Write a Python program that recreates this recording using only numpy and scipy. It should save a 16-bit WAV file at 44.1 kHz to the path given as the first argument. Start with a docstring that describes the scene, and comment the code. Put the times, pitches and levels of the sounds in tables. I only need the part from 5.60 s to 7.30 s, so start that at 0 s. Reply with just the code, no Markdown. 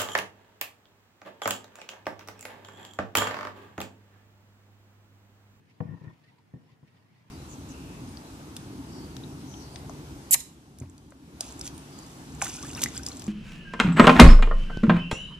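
"""A small quiet room, where a cardboard toy box is turned in the hands close by.
Over a low rumble and faint hiss, the grip stirs the hollow body and fingers brush the glossy card.
One dull bump rings body, panels and folded edge; the box judders and scrapes as it sticks and slips
in the grip, then takes two more nudges. Now and then a fingertip slides or catches in a squeak."""
import sys
import numpy as np
from scipy import signal
from scipy.fft import rfft, irfft, next_fast_len
from scipy.io import wavfile
from scipy.ndimage import uniform_filter1d

SR = 44100
rng = np.random.default_rng(int(sys.argv[2]) if len(sys.argv) > 2 else 0)


def digitize_waveform(pressure):
    """Quantize a signal to 16-bit integers and store it at the path in sys.argv[1].

    Rows of a 2-D input are taken as channels; values are limited to [-1, 1].
    """
    field = np.atleast_2d(pressure).T
    bounded = np.clip(field, -1, 1)
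    quanta = np.round(bounded * 32767).astype(np.int16)
    wavfile.write(sys.argv[1], SR, quanta)


N = 74970
TIME = np.arange(N) / SR


def amp(db):
    """Decibels to gain."""
    return 10 ** (np.asarray(db) / 20)


def unit(x):
    """Scale to rms 1."""
    return x / np.sqrt(np.mean(x ** 2) + 1e-20)


def along(points, hz):
    """Read (f/Hz, value) points on a log frequency axis."""
    f, values = np.transpose(points)
    return np.interp(np.log(hz + 1), np.log(f + 1), values)


def fader(rows):
    """Gain per sample from (t/s, level/dB) points."""
    return amp(np.interp(TIME, *np.transpose(rows)))


def swell(centre_s, length_s, db):
    """Bell-shaped envelope of one light touch."""
    return amp(db) * np.exp(-(2 * (TIME - centre_s) / length_s) ** 2)


def filtered(x, response):
    """Filter x by a complex response of frequency."""
    size = next_fast_len(N + SR // 2)
    return irfft(rfft(x, size) * response(np.fft.rfftfreq(size, 1 / SR)), size)[..., :N]


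def resonances(rows):
    """Response of parallel band-passes (f/Hz, width/Hz, level/dB), alternating in polarity."""
    return lambda f: sum((-1) ** k * amp(db) * 1j * f * width / (hz * hz - f * f + 1j * f * width)
                         for k, (hz, width, db) in enumerate(rows))


def grains(per_s, spread_db):
    """Two trains of tiny random impulses."""
    hits = rng.random((2, N)) < per_s / SR
    return hits * amp(spread_db * rng.standard_normal((2, N))) * np.sign(rng.standard_normal((2, N)))


def patchy(x, depth_db):
    """Colour that shifts from moment to moment, as the point of contact moves."""
    spectrum = signal.stft(x, nperseg=1024)[2]
    drift = uniform_filter1d(rng.standard_normal(spectrum.shape[1:]), size=3, axis=0)
    drift = uniform_filter1d(drift, size=5, axis=1)
    return unit(signal.istft(spectrum * amp(depth_db * unit(drift)), nperseg=1024)[1][:, :N])


def ring(force, modes, rise_s):
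    """A force rings decaying sine modes, each with its own pan."""
    t = TIME[:SR // 2]
    tones = sum(amp([[db + pan / 2], [db - pan / 2]]) * amp(-60 * t / t60) * np.sin(2 * np.pi * hz * t)
                for hz, db, t60, pan in modes)
    attack = 1 - np.exp(-t / rise_s)
    return signal.fftconvolve(np.atleast_2d(force), tones * attack, axes=1)[:, :N]


# Stereo image of the noise layers (f/Hz, left-right correlation)
NOISE_IMAGE = [(50, 0.071), (130, 1), (400, 0.14), (1000, 0.0069)]
def spread(pair, image=NOISE_IMAGE):
    """Blend two unrelated signals into stereo of rms 1, its width set by frequency."""
    angle = lambda hz: np.arccos(np.clip(along(image, hz), -1, 1)) / 2
    mid, side = filtered(pair, lambda hz: np.array([np.cos(angle(hz)), np.sin(angle(hz))]))
    return unit(np.array([mid + side, mid - side]))


# EQ of the room tone (f/Hz, level/dB)
ROOM_TONE_EQ = [(25, -26), (55, -27), (100, 5.5), (140, -1), (300, -9), (500, -19), (2000, -22.5),
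                (4000, -33), (15500, -42)]
def room_tone():
    """A steady bed of low rumble and faint hiss."""
    bed = filtered(rng.standard_normal((2, N)), lambda hz: amp(along(ROOM_TONE_EQ, hz)))
    return amp(-63.5) * spread(bed)


# Modes of the hollow body (f/Hz, level/dB, t60/s, pan left/dB)
BODY_MODES = [(135, -11.5, 0.045, 17.5), (152.5, -1, 0.077, 6.5), (201.4, -9.5, 0.087, 7),
              (253.1, -8, .06, -4.5), (347, -16, 0.078, -8), (413, -17, 0.051, -10)]
def hollow_body(force):
    """The box answers a force with a low, short boom."""
    return ring(force, BODY_MODES, rise_s=0.0024)


# Fader ride of the holding hand's rumble (t/s, level/dB)
GRIP_RIDE = [(0, -67), (.9, -70.5), (1.0, -60), (1.19, -69), (1.39, -67.5), (1.7, -70.5)]
def grip():
    """Tiny shifts of the holding hand keep the hollow body rumbling."""
    shifts = np.diff(rng.standard_normal(N + 1))
    return fader(GRIP_RIDE) * unit(hollow_body(shifts))


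def rub(eq, grains_per_s):
    """Skin on card: fine friction grains through an EQ, their colour shifting."""
    friction = filtered(grains(grains_per_s, spread_db=3), lambda hz: amp(along(eq, hz)))
    return patchy(spread(friction), depth_db=3.8)


# Fader ride of the brushing fingers (t/s, level/dB)
BRUSH_RIDE = [(0, -75), (.17, -70), (.45, -68), (.72, -71), (.87, -74.5), (1.05, -71.5), (1.19, -76),
              (1.36, -69), (1.5, -72.5), (1.7, -71)]
# EQ of the brushing (f/Hz, level/dB)
BRUSH_EQ = [(200, -32), (650, 4), (1000, 6), (1350, -2), (1650, -1), (1950, 2), (3500, -4.5), (5500, -9.5),
            (9000, -20), (15000, -22)]
def finger_brush():
    """Resting fingers creep over the card in a soft, unbroken rustle."""
    return fader(BRUSH_RIDE) * rub(BRUSH_EQ, grains_per_s=4500)


# Fingertip slides (centre t/s, length/s, level/dB)
SLIDE_CUES = [(0.105, .045, -66.5), (0.442, 0.0056, -61.5), (.537, 0.012, -69), (0.644, 0.016, -67),
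              (0.692, 0.051, -68), (0.787, .009, -66.5), (1.116, 0.067, -69), (1.281, 0.033, -69.5),
              (1.372, 0.021, -69.5), (1.578, .12, -73), (1.684, 0.0067, -70.5)]
# EQ of a slide (f/Hz, level/dB)
SLIDE_EQ = [(1400, -22.5), (1980, 7.5), (3400, -2.5), (4700, -3), (8000, -19.5), (15000, -33)]
def finger_slides():
    """A fingertip skims the gloss in short, bright swishes."""
    return sum(swell(*cue) for cue in SLIDE_CUES) * rub(SLIDE_EQ, grains_per_s=3200)


# Knocks on the box (t/s, level/dB, softness/ms, panel send/dB, edge send/dB, body pan left/dB)
KNOCK_CUES = [(0.2040, -21, .19, 0.5, -27, 3.5), (0.2222, -28, 0.38, -21, -22.5, 2),
              (0.2529, -31, 0.13, -24.5, -33, 2.5), (0.2755, -31, 1, -17, 3, 1.5),
              (0.2888, -29, 0.32, -30, -8.5, 2), (0.3094, -28.5, 0.28, -26.5, -14, 1),
              (0.3273, -35.5, 0.29, -12, -19, 11), (0.339, -37.5, 0.24, -6.5, -10, 9),
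              (0.3749, -44.5, 0.41, -6, 2, 0), (0.4119, -36, .45, -3, -32, 0.5),
              (0.4373, -37, 0.27, -8, -10, 0.5), (0.4690, -27.5, .55, -10.5, -18, -0.5),
              (0.4790, -46, 0.31, -1, 7, 1), (0.4951, -39.5, 0.42, -17, -19, -1.5),
              (0.5265, -41, 0.66, -21, -15, -3), (0.9376, -29.5, 0.16, -15, -28, -5),
              (0.9611, -37.5, 0.17, -15, -23, -4), (1.1237, -41, 0.78, -17, -20, -5),
              (1.2284, -40, 0.21, -12.5, -26, -4)]
# Modes of the card panels (f/Hz, level/dB, t60/s, pan left/dB)
PANEL_MODES = [(484.4, -11, 0.13, 5), (603, -22.5, 0.09, 19), (638, -18.5, 0.12, -2.5),
               (760.5, -16, 0.097, 3), (915, -17, 0.036, 12), (912, -20, 0.044, -14),
               (1135, -12, 0.034, -5), (1530, -15, .03, 2.5)]
# Mode of the stiff folded edge (f/Hz, level/dB, t60/s, pan left/dB)
EDGE_MODES = [(1834, 8.5, 0.06, 6.5)]
def knocks():
    """Each contact is a short push on body, panels and edge, with a dry slap; the softer, the duller."""
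    slap_hz, slap_db, slap_t60_s, card_rise_s = 940, -6, 0.036, 0.0008
    body, panels, edge = np.zeros((2, N)), np.zeros(N), np.zeros(N)
    for start_s, db, soft_ms, panel_db, edge_db, pan_db in KNOCK_CUES:
        age = np.maximum(TIME - start_s, 0) * 1000 / soft_ms
        push = age * np.exp(-age)
        push *= amp(db) / push.sum()
        body += amp([[pan_db / 2], [-pan_db / 2]]) * push
        panels += amp(panel_db) * push
        edge += amp(edge_db) * push
    slap = spread(filtered(rng.standard_normal((2, N)), resonances([(slap_hz, slap_hz, 0)])))
    slap *= amp(slap_db - 60 * TIME / slap_t60_s)
    card = ring(panels, PANEL_MODES, card_rise_s) + ring(edge, EDGE_MODES, card_rise_s)
    return hollow_body(body) + card + signal.fftconvolve(panels[None], slap, axes=1)[:, :N]


# Pressure of the grip as the box drags (t/s, level/dB)
DRAG_PRESSURE = [(.21, -25.5), (.23, -1), (.27, -7.5), (.30, -2), (.35, -1.5), (.362, -19), (.38, -5),
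                 (.40, -27.5), (.418, 1), (.432, -16), (.442, -1), (.48, -2), (.505, -2), (.52, -24)]
# Card resonances under the scrape (f/Hz, width/Hz, level/dB)
SCRAPE_BANDS = [(284, 38, 0.5), (484, 91, -2.5), (694, 220, -7.5), (992, 96, 0.5), (1424, 44, -8),
                (1850, 59, -3), (2520, 830, -22)]
def drag():
    """The grip sticks and slips, shaking the hollow body; card fibres scrape hardest at each slip."""
    slips_per_s, jitter_cycles, slip_spread_db = 180, 0.3, 6.5
    judder_db, scrape_db, burst_s, steady_share = -48, -55.5, 0.0024, 0.81
    pressure = fader(DRAG_PRESSURE) * (TIME > DRAG_PRESSURE[0][0]) * (TIME < DRAG_PRESSURE[-1][0])
    cycles = np.arange(SR // 100)
    slip_s = (cycles + jitter_cycles * rng.random(len(cycles))) / slips_per_s
    strengths = amp(slip_spread_db * rng.standard_normal(len(cycles)))
    slips = np.bincount(np.clip(slip_s * SR, 0, N).astype(int), strengths, N + 1)[:N]
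    force = slips - slips.mean()
    judder = hollow_body(force * pressure) / np.std(hollow_body(force))
    bursts = unit(signal.lfilter([1], [1, -np.exp(-1 / (burst_s * SR))], slips))
    fibres = grains(per_s=3200, spread_db=6) * (steady_share + (1 - steady_share) * bursts)
    scrape = patchy(spread(filtered(fibres, resonances(SCRAPE_BANDS))), depth_db=2)
    return amp(judder_db) * judder + amp(scrape_db) * pressure * scrape


# Decay of the room (f/Hz, t60/s)
REVERB_DECAY = [(150, .15), (350, 0.32), (1000, 0.43), (6000, 0.12)]
# Stereo image of the tail (f/Hz, left-right correlation)
REVERB_IMAGE = [(100, 0.97), (250, .1), (1000, 0)]
def room_reverb(x):
    """The small room returns a short tail, longest in the mids."""
    predelay_s = 0.0067
    noise = spread(rng.standard_normal((2, N)), REVERB_IMAGE)[:, :SR // 2]
    hz, t, spectrum = signal.stft(noise, SR, nperseg=256)
    decay = amp(-60 * t / along(REVERB_DECAY, hz)[:, None])
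    tail = signal.istft(spectrum * decay, SR, nperseg=256)[1]
    wet = signal.fftconvolve(x.mean(axis=0)[None], tail / np.linalg.norm(tail[0]), axes=1)[:, :N]
    return filtered(wet, lambda f: np.exp(-2j * np.pi * f * predelay_s))


# Fingertip squeaks (centre t/s, length/s, level/dB, f/Hz)
SQUEAK_CUES = [(0.507, 0.014, -58, 1030), (0.651, 0.032, -68, 1856), (0.729, 0.03, -67, 930),
               (.794, 0.03, -66.5, 977), (1.098, .025, -68.5, 1004), (1.234, 0.011, -68.5, 1060),
               (1.285, 0.066, -74, 1870)]
def finger_squeaks():
    """Thin tones whose phase wanders as the skin catches and lets go."""
    linewidth_hz = 45
    squeaks = np.zeros((2, N))
    for centre_s, length_s, db, hz in SQUEAK_CUES:
        wander = np.cumsum(rng.standard_normal(N)) * np.sqrt(2 * np.pi * linewidth_hz / SR)
        tone = np.sin(2 * np.pi * hz * TIME + wander + rng.standard_normal((2, 1)))
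        squeaks += swell(centre_s, length_s, db) * unit(filtered(tone, resonances([(hz, hz / 2, 0)])))
    return squeaks


def scene():
    """Knocks and drag feed the reverb; the hands stay dry over the room tone."""
    box = knocks() + drag()
    reverb = amp(-11.5) * room_reverb(box)
    hands = grip() + finger_brush() + finger_slides() + finger_squeaks()
    return box + reverb + hands + room_tone()


def record(dry):
    """The microphone thins the deep bass and keeps nothing above its band limit."""
    low_cut_hz, top_hz = 68, 15700
    thinned = signal.sosfilt(signal.butter(3, low_cut_hz, "high", fs=SR, output="sos"), dry)
    return filtered(thinned, lambda hz: hz < top_hz)


dry = scene()
out = record(dry)
digitize_waveform(out)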